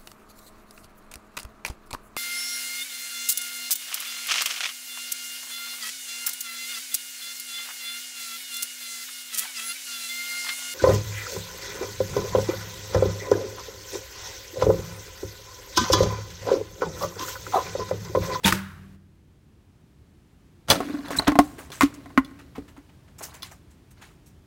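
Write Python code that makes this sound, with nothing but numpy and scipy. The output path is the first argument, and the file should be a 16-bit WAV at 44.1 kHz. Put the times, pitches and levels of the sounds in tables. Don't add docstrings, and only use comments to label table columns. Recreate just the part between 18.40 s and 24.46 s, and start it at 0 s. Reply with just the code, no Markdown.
import sys
import numpy as np
from scipy import signal
from scipy.fft import rfft, irfft, next_fast_len
from scipy.io import wavfile
from scipy.ndimage import uniform_filter1d

SR = 44100
rng = np.random.default_rng(int(sys.argv[2]) if len(sys.argv) > 2 else 0)


def generate_wav(signal):
    frames = np.transpose(np.atleast_2d(signal))
    scaled = np.clip(frames, -1, 1) * 32767
    pcm = np.round(scaled).astype(np.int16)
    wavfile.write(sys.argv[1], SR, pcm)


def gain_from_db(level_db):
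    decades = np.asarray(level_db, float) / 20
    return 10 ** decades


N = 267246

# (time [s], level [dB])
HISS_LEVEL = [(0, -60), (.55, -63), (.57, -71), (2.2, -67), (2.65, -63), (3.1, -58), (4.1, -63),
              (6.06, -66)]
# (frequency [Hz], relative density [dB per Hz])
RUMBLE_COLOUR = [(15, -43), (25, -11), (64, -1), (157, -5.5), (221, -11.5), (348, -13.5), (600, -30),
                 (780, -55.5), (1320, -120)]
HISS_COLOUR = [(350, -31), (600, -3.5), (2990, -12), (3780, -14), (6200, -17.5), (16000, -24.5)]
RUMBLE_MEAN_DB, RUMBLE_SHARE = -52, .55

# (frequency [Hz], relative density [dB per Hz])
RUSH_COLOURS = [
    [(180, -41), (300, -5.5), (762, -19.5), (915, -2.5), (994, -16.5), (1720, -11.5), (16000, -27)],
    [(59, -33.5), (100, -4.5), (1010, -1.5), (2520, -9.5), (3470, -9), (3780, -9.5), (16000, -25)],
]
# (start [s], swell [s], hold [s], peak [dB], t60 [s])
STRING_RUSHES = [(.027, .033, .028, -18, .12), (.118, .006, .002, -28.5, .24)]
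SHAFT_RUSH_SWELL = (2.27, .042, .004, -14.5, .135)
SMACK_ECHO_SWELL = (.13, .04, .001, -37.5, .7)
SWELL_POWER = 2.2
# (frequency [Hz], relative density [dB per Hz])
YARD_ECHO_COLOUR = [(500, -30), (1100, -2.5), (1600, 1), (2200, -9), (4000, -26)]
# (time [s], level [dB])
SMACK_AND_ECHO = [(0.1243, -8), (0.19, -35.5)]
# (frequency [Hz], relative level [dB], t60 [s])
FOAM_MODES = [(115, -14, .1), (211, -12, 0.06), (1275, 1, 0.022), (1490, 0, .02), (1790, -3, 0.016),
              (2360, -6, .015)]

# (time [s], level [dB], start [Hz], end [Hz], overtone relative to tone [dB])
SQUEAK_GLIDES = [(0.044, -10.5, 3000, 4000, -36.5), (0.048, -17, 2800, 2130, -31),
                 (2.785, -10, 4110, 3877, -11.5), (2.79, -17, 3980, 4630, -13)]
SQUEAK_S = .009
# (frequency [Hz], relative level [dB], t60 before the share of ring time [s])
LIMB_MODES = [(90, -10, 1.6), (152.1, -14.5, 1.8), (192.5, -5, 1.05), (194.6, -3.5, .9), (345, -4, .2),
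              (600, -10, .25), (890, -11.5, 0.13)]
# (time [s], level [dB], share of ring time [1])
LIMB_HITS = [(.05, -14, 0.2), (.125, -26.5, 1.1)]
# (frequency [Hz], t60 [s])
FENCE_T60 = [(200, 0.35), (1500, .55), (4000, 0.7), (12000, .2)]

# (frequency [Hz], relative level [dB], t60 [s])
SHAFT_MODES = [(2370, -13, .04), (2930, -16, 0.09), (3420, -4, .05), (3510, -5, .05), (4120, -2.5, 0.055),
               (4735, -10, 0.06), (5216, -14, 0.07), (6078, -11, 0.08), (10000, -4, 0.014)]
GOURD_MODES = [(183, -7, 0.11), (277.8, -7.5, 0.059), (561.6, -5, 0.11), (640, -8.5, 0.12),
               (947, -9, 0.037), (1330, -9.5, 0.039)]
# (time [s], shaft level [dB], gourd level [dB])
SHAFT_JOLTS = [(2.288, -36, -25), (2.3016, -7, -15), (2.31, -13, -15), (2.331, -29.5, -20),
               (2.356, -32.5, -19), (2.683, -37.5, -29), (3.318, -38, -57), (3.847, -40.5, -51),
               (5.022, -35, -55), (5.03, -29, -69)]
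# (time [s], level [dB])
SOIL_THUDS = [(2.295, -22.5), (2.775, -25.5), (2.875, -21), (2.985, -27.5), (3.428, -27), (3.777, -26),
              (4.183, -37)]
# (frequency [Hz], relative level [dB], t60 [s])
SOIL_MODES = [(52, -3, .1), (89, -1.5, .08), (155, 1, .09)]

# (start [s], length [s], scrape level [dB], cavity hum level [dB])
SLIDE_RUNS = [(2.32, .3, -38.5, -31), (2.648, .04, -35, -38), (2.7, .14, -34, -36), (2.87, .38, -52, -41),
              (3.3, .07, -48, -55), (3.44, .65, -57.5, -45), (4.145, .15, -60, -44), (4.78, .32, -50, -62),
              (5.56, .1, -54, -68)]
SLIDE_RISE_S, SLIDE_STOP_T60_S = .035, .12
SLIDE_SAG_DB, DUST_DB = 11, -19
# (frequency [Hz], relative density [dB per Hz])
HUM_COLOUR = [(120, -22), (250, -5.5), (285, 5), (320, -6), (420, -15), (620, -16), (900, -42)]
GRIT_COLOUR = [(300, -17.5), (700, -2), (1600, -3.5), (3300, -14), (4200, -10), (5000, -16), (15000, -33)]
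# (favoured frequency [Hz], mean rate [1/s], level over the scrape [dB])
CHATTER_TAPS = [(620, 110, 2), (1400, 110, 0), (4000, 90, 2)]
# (frequency [Hz], relative level [dB], knock t60 [s])
SHELL_MODES = [(410, -5, .06), (500, -10, 0.035), (715, -4.5, .048), (865, -8, 0.031), (1074.7, -1.5, .075),
               (1273, -3, 0.033), (1445, -1, 0.042), (1859, 3, 0.028), (2030, 2, 0.058), (2920, -7, 0.053),
               (4370, -1.5, .015)]
# (time [s], shell level [dB], cavity level [dB], crack level [dB], spot's favoured pitch [Hz])
CUP_KNOCKS = [(2.404, -11, -19, -34.5, 580), (2.497, -26, -21, -55, 488), (2.54, -26, -15, -60, 579),
              (2.588, -28, -25, -60, 600), (2.706, -14, -31, -32, 576), (2.796, -10, -27, -28, 650),
              (2.822, -19, -30, -50, 600), (2.879, -6, -4.5, -19.5, 583), (2.919, -15, -11, -36, 800),
              (2.955, -10, -11.5, -39, 755), (2.989, 1.5, -2, -16, 686), (3.303, -29, -42, -42, 490),
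              (3.409, -8.5, -22.5, -17, 1076), (3.421, -16, -17.5, -20.5, 1350),
              (3.432, -17.5, -1.5, -21.5, 452), (3.659, -31, -36.5, -55, 825), (3.703, -38, -41, -60, 791),
              (3.776, -4, -1, -39, 1230), (3.911, -47, -33, -60, 1060), (4.181, -25, -25, -50, 400),
              (4.378, -50, -33, -60, 947), (5.03, -36, -60, -60, 1300)]
# (time [s], frequency [Hz])
MOUTH_PITCH = [(2.4, 286), (2.99, 292), (3.43, 283), (3.78, 271), (3.91, 259), (4.18, 278), (4.38, 284)]

# (time [s], nominal snap level [dB], central stalk pitch [Hz], treble level [dB], t60 [s])
GRASS_SCUFFS = [(2.705, -22, 1460, -40, .2), (2.76, -15, 3200, -24, .09), (2.867, -1, 1550, -40, .1),
                (3.03, -40, 5000, -47, .5), (3.177, -26, 1500, -44, .3), (3.314, -25, 3500, -42, .45),
                (3.41, -5, 3000, -32, .13), (3.535, -34, 2500, -43, .1), (3.984, -30, 2250, -54, .16),
                (4.148, -26, 1800, -51, .14), (4.275, -34, 3000, -53, .12), (4.36, -35, 1850, -58, .14),
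                (4.485, -40, 2082, -67, .1), (4.675, -42, 2000, -65, .12), (4.781, -31, 2000, -35, .08),
                (4.803, -23, 1200, -45, .1), (4.822, -24, 2500, -28, .17), (4.934, -29, 2500, -44, .18),
                (5.034, -27, 4000, -50, .3), (5.108, -32, 1500, -46, .14), (5.3, -44, 3000, -56, .12),
                (5.503, -43.5, 2000, -50, .1), (5.61, -32, 2600, -53, .4), (5.855, -44, 5000, -53, .2)]
# (frequency [Hz], relative density [dB per Hz])
TIPS_COLOUR = [(2500, -25), (5000, -10), (7000, -2.5), (10500, -8.5), (15000, -11)]
SCUFF_RISE_S = .008


def along(points, hz):
    point_hz, value = np.transpose(points)
    return np.interp(np.log(hz + 1), np.log(point_hz + 1), value)


def curve(rows):
    return np.interp(np.arange(N) / SR, *np.transpose(rows))


def noise(colour, grainy_db=0, patchy_db=0):
    grains = np.repeat(rng.standard_normal(N // 40 + 1), 40)[:N].clip(-2, 2)
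    z = signal.stft(rng.standard_normal(N) * gain_from_db(grainy_db * grains), nperseg=256)[2]
    patches = uniform_filter1d(rng.standard_normal(z.shape), size=3, axis=0)
    patches = uniform_filter1d(patches, size=5, axis=1)
    rough = signal.istft(z * gain_from_db(patchy_db * patches / patches.std()), nperseg=256)[1][:N]
    m = next_fast_len(N)
    gain = gain_from_db(along(colour, np.fft.rfftfreq(m, 1 / SR)))
    x = irfft(rfft(rough, m) * gain, m)[:N]
    return x / x.std()


def add(out, start_s, sound):
    part = out[round(start_s * SR):][:len(sound)]
    part += sound[:len(part)]


def ring(modes, attack_s=.0004, scatter_db=2, rough=0):
    hz, db, t60 = np.array(modes).T[:, :, None]
    t = np.arange(int(min(1.8 * t60.max(), 1) * SR)) / SR
    level = gain_from_db(db + scatter_db * rng.standard_normal(hz.shape) - 60 * t / t60)
    steps = rng.standard_normal(level.shape)
    wander = rough * np.sqrt(hz / SR) * np.cumsum(steps, axis=1)
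    partials = level * np.sin(2 * np.pi * hz * t + wander)
    return partials.sum(0) * (1 - np.exp(-t / attack_s))


def crack(t60_s, dull=.5, debris_db=-14):
    t = np.arange(SR // 8) / SR
    poles = np.convolve([1, -dull], [1, -dull])
    tick = signal.lfilter([1, -1], poles, rng.standard_normal(len(t)))
    return tick / tick.std() * (gain_from_db(-60 * t / t60_s) + gain_from_db(debris_db - 60 * t / 0.14))


def swell(start_s, rise_s, hold_s, peak_db, t60_s, power=SWELL_POWER):
    t = np.arange(N) / SR - start_s
    decay = gain_from_db(peak_db - 60 * np.maximum(t - rise_s - hold_s, 0) / t60_s)
    return decay * np.clip(t / rise_s, 0, 1) ** power


def background():
    hiss_db = curve(HISS_LEVEL)
    rumble_db = RUMBLE_MEAN_DB + RUMBLE_SHARE * (hiss_db - hiss_db.mean())
    return gain_from_db(rumble_db) * noise(RUMBLE_COLOUR) + gain_from_db(hiss_db) * noise(HISS_COLOUR)


def bow():
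    out = sum(swell(*row) for row in STRING_RUSHES) * noise(RUSH_COLOURS[0], grainy_db=3)
    out += swell(*SMACK_ECHO_SWELL) * noise(YARD_ECHO_COLOUR, grainy_db=2)
    for s, db in SMACK_AND_ECHO:
        add(out, s, gain_from_db(db) * ring(FOAM_MODES, rough=.3))
        add(out, s, gain_from_db(db - 12.5) * crack(.015))
    return out


def fence(x):
    hz, t, z = signal.stft(rng.standard_normal(SR // 2), SR, nperseg=256)
    decay = gain_from_db(-60 * t / along(FENCE_T60, hz)[:, None])
    tail = signal.istft(z * decay, SR, nperseg=256)[1]
    delayed = np.pad(x, (600, 0))
    return signal.fftconvolve(delayed, tail / np.linalg.norm(tail))[:N]


def squeaks():
    out, n = np.zeros(N), int(SQUEAK_S * SR)
    for s, db, start_hz, end_hz, over_db in SQUEAK_GLIDES:
        phase = 2 * np.pi * np.cumsum(np.linspace(start_hz, end_hz, n)) / SR
        tone = np.sin(phase) + gain_from_db(over_db) * np.sin(2 * phase)
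        add(out, s, gain_from_db(db) * np.hanning(n) * tone)
    return out


def limbs():
    out = np.zeros(N)
    for s, db, share in LIMB_HITS:
        modes = [(hz, level, t60 * share) for hz, level, t60 in LIMB_MODES]
        add(out, s, gain_from_db(db) * ring(modes, attack_s=.0017, scatter_db=.6, rough=.05))
    return out


def arrow():
    out = swell(*SHAFT_RUSH_SWELL) * noise(RUSH_COLOURS[1], grainy_db=5.5)
    for s, shaft_db, gourd_db in SHAFT_JOLTS:
        add(out, s, gain_from_db(shaft_db) * ring(SHAFT_MODES, scatter_db=2.5, rough=.25))
        add(out, s, gain_from_db(gourd_db) * ring(GOURD_MODES, attack_s=.00036, scatter_db=3, rough=.33))
        add(out, s, gain_from_db(shaft_db - 3) * crack(.006, dull=.16))
    for s, db in SOIL_THUDS:
        add(out, s, gain_from_db(db) * ring(SOIL_MODES, attack_s=.0022, scatter_db=1.25))
    return out


def sliding():
    gains, t = np.zeros((2, N)), np.arange(N) / SR
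    for s, length, scrape_db, hum_db in SLIDE_RUNS:
        sag = gain_from_db(-SLIDE_SAG_DB * np.clip((t - s) / length, 0, 1))
        shape = swell(s, SLIDE_RISE_S, length, 0, SLIDE_STOP_T60_S, power=1) * sag
        gains += gain_from_db(np.array([[scrape_db], [hum_db]])) * shape
    return gains


def shell_near(spot_hz):
    return [(hz, level - 16 * abs(np.log2(hz / spot_hz)), t60) for hz, level, t60 in SHELL_MODES]


def chatter(scrape):
    out = np.zeros(N)
    for spot_hz, rate, db in CHATTER_TAPS:
        taps = (rng.random(N) < rate / SR) * rng.laplace(size=N) * scrape
        modes = [(hz, level, .5 * t60) for hz, level, t60 in shell_near(spot_hz)]
        tap = ring(modes, attack_s=.0002, rough=.6)
        out += gain_from_db(db) * signal.fftconvolve(taps, tap)[:N]
    return out


def cup():
    scrape, hollow = sliding()
    out = hollow * noise(HUM_COLOUR, grainy_db=3.5)
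    out += scrape * noise(GRIT_COLOUR, grainy_db=3.5, patchy_db=4)
    out += scrape * gain_from_db(DUST_DB) * noise(TIPS_COLOUR, grainy_db=3, patchy_db=3)
    out += chatter(scrape)
    for s, shell_db, cavity_db, crack_db, spot_hz in CUP_KNOCKS:
        add(out, s, gain_from_db(shell_db) * ring(shell_near(spot_hz), attack_s=.0002, rough=.45))
        cavity_hz = np.interp(s, *np.transpose(MOUTH_PITCH))
        cavity = [(cavity_hz, 0, .11 * (cavity_hz / 292) ** 4.2)]
        add(out, s, gain_from_db(cavity_db) * ring(cavity, attack_s=.003, scatter_db=.16, rough=.11))
        add(out, s, gain_from_db(crack_db) * crack(.021, dull=.8, debris_db=-15.5))
    return out


def grass():
    out, tips, t = np.zeros(N), np.zeros(N), np.arange(SR // 4) / SR
    snap_t = t[:300]
    for s, db, hz, treble_db, t60 in GRASS_SCUFFS:
        shape = (1 - np.exp(-(t / SCUFF_RISE_S) ** 2)) * gain_from_db(-60 * t / t60)
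        add(tips, s, gain_from_db(treble_db) * shape)
        when = rng.random(size=600)
        octaves = .85 * rng.standard_normal(size=(600, 1))
        size = rng.exponential(size=600)
        start = (when ** 1.5 * min(t60, .2) * SR).astype(int)
        pitch_hz = np.minimum(hz * 2 ** octaves, SR / 3)
        cycles = snap_t * pitch_hz
        snaps = np.sin(2 * np.pi * cycles) * cycles * np.exp(-cycles / .8)
        snaps *= (shape[start] * gain_from_db(db - 11 + np.minimum(6 * size, 9)))[:, None]
        place = start[:, None] + np.arange(len(snap_t))
        add(out, s, np.bincount(place.ravel(), snaps.ravel()))
    return out + tips * noise(TIPS_COLOUR, grainy_db=3, patchy_db=4)


def scene():
    far = bow()
    near = arrow() + cup() + grass() + squeaks()
    echoes = gain_from_db(-22) * fence(far) + gain_from_db(-28.5) * fence(near)
    return (far + limbs() + near + echoes + background())[None]


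def roll_off(x):
    return signal.sosfilt(signal.butter(12, 16790, fs=SR, output="sos"), x)


def record(dry):
    steep = signal.ellip(8, .5, 40, 15900, fs=SR, output="sos")
    bass_cut = signal.butter(4, 40, "high", fs=SR, output="sos")
    heard = signal.sosfilt(np.vstack([steep, bass_cut]), dry)
    rounded = heard / (1 + np.abs(heard) ** 6) ** (1 / 6)
    return roll_off(rounded)


dry = scene()
out = record(dry)
generate_wav(out)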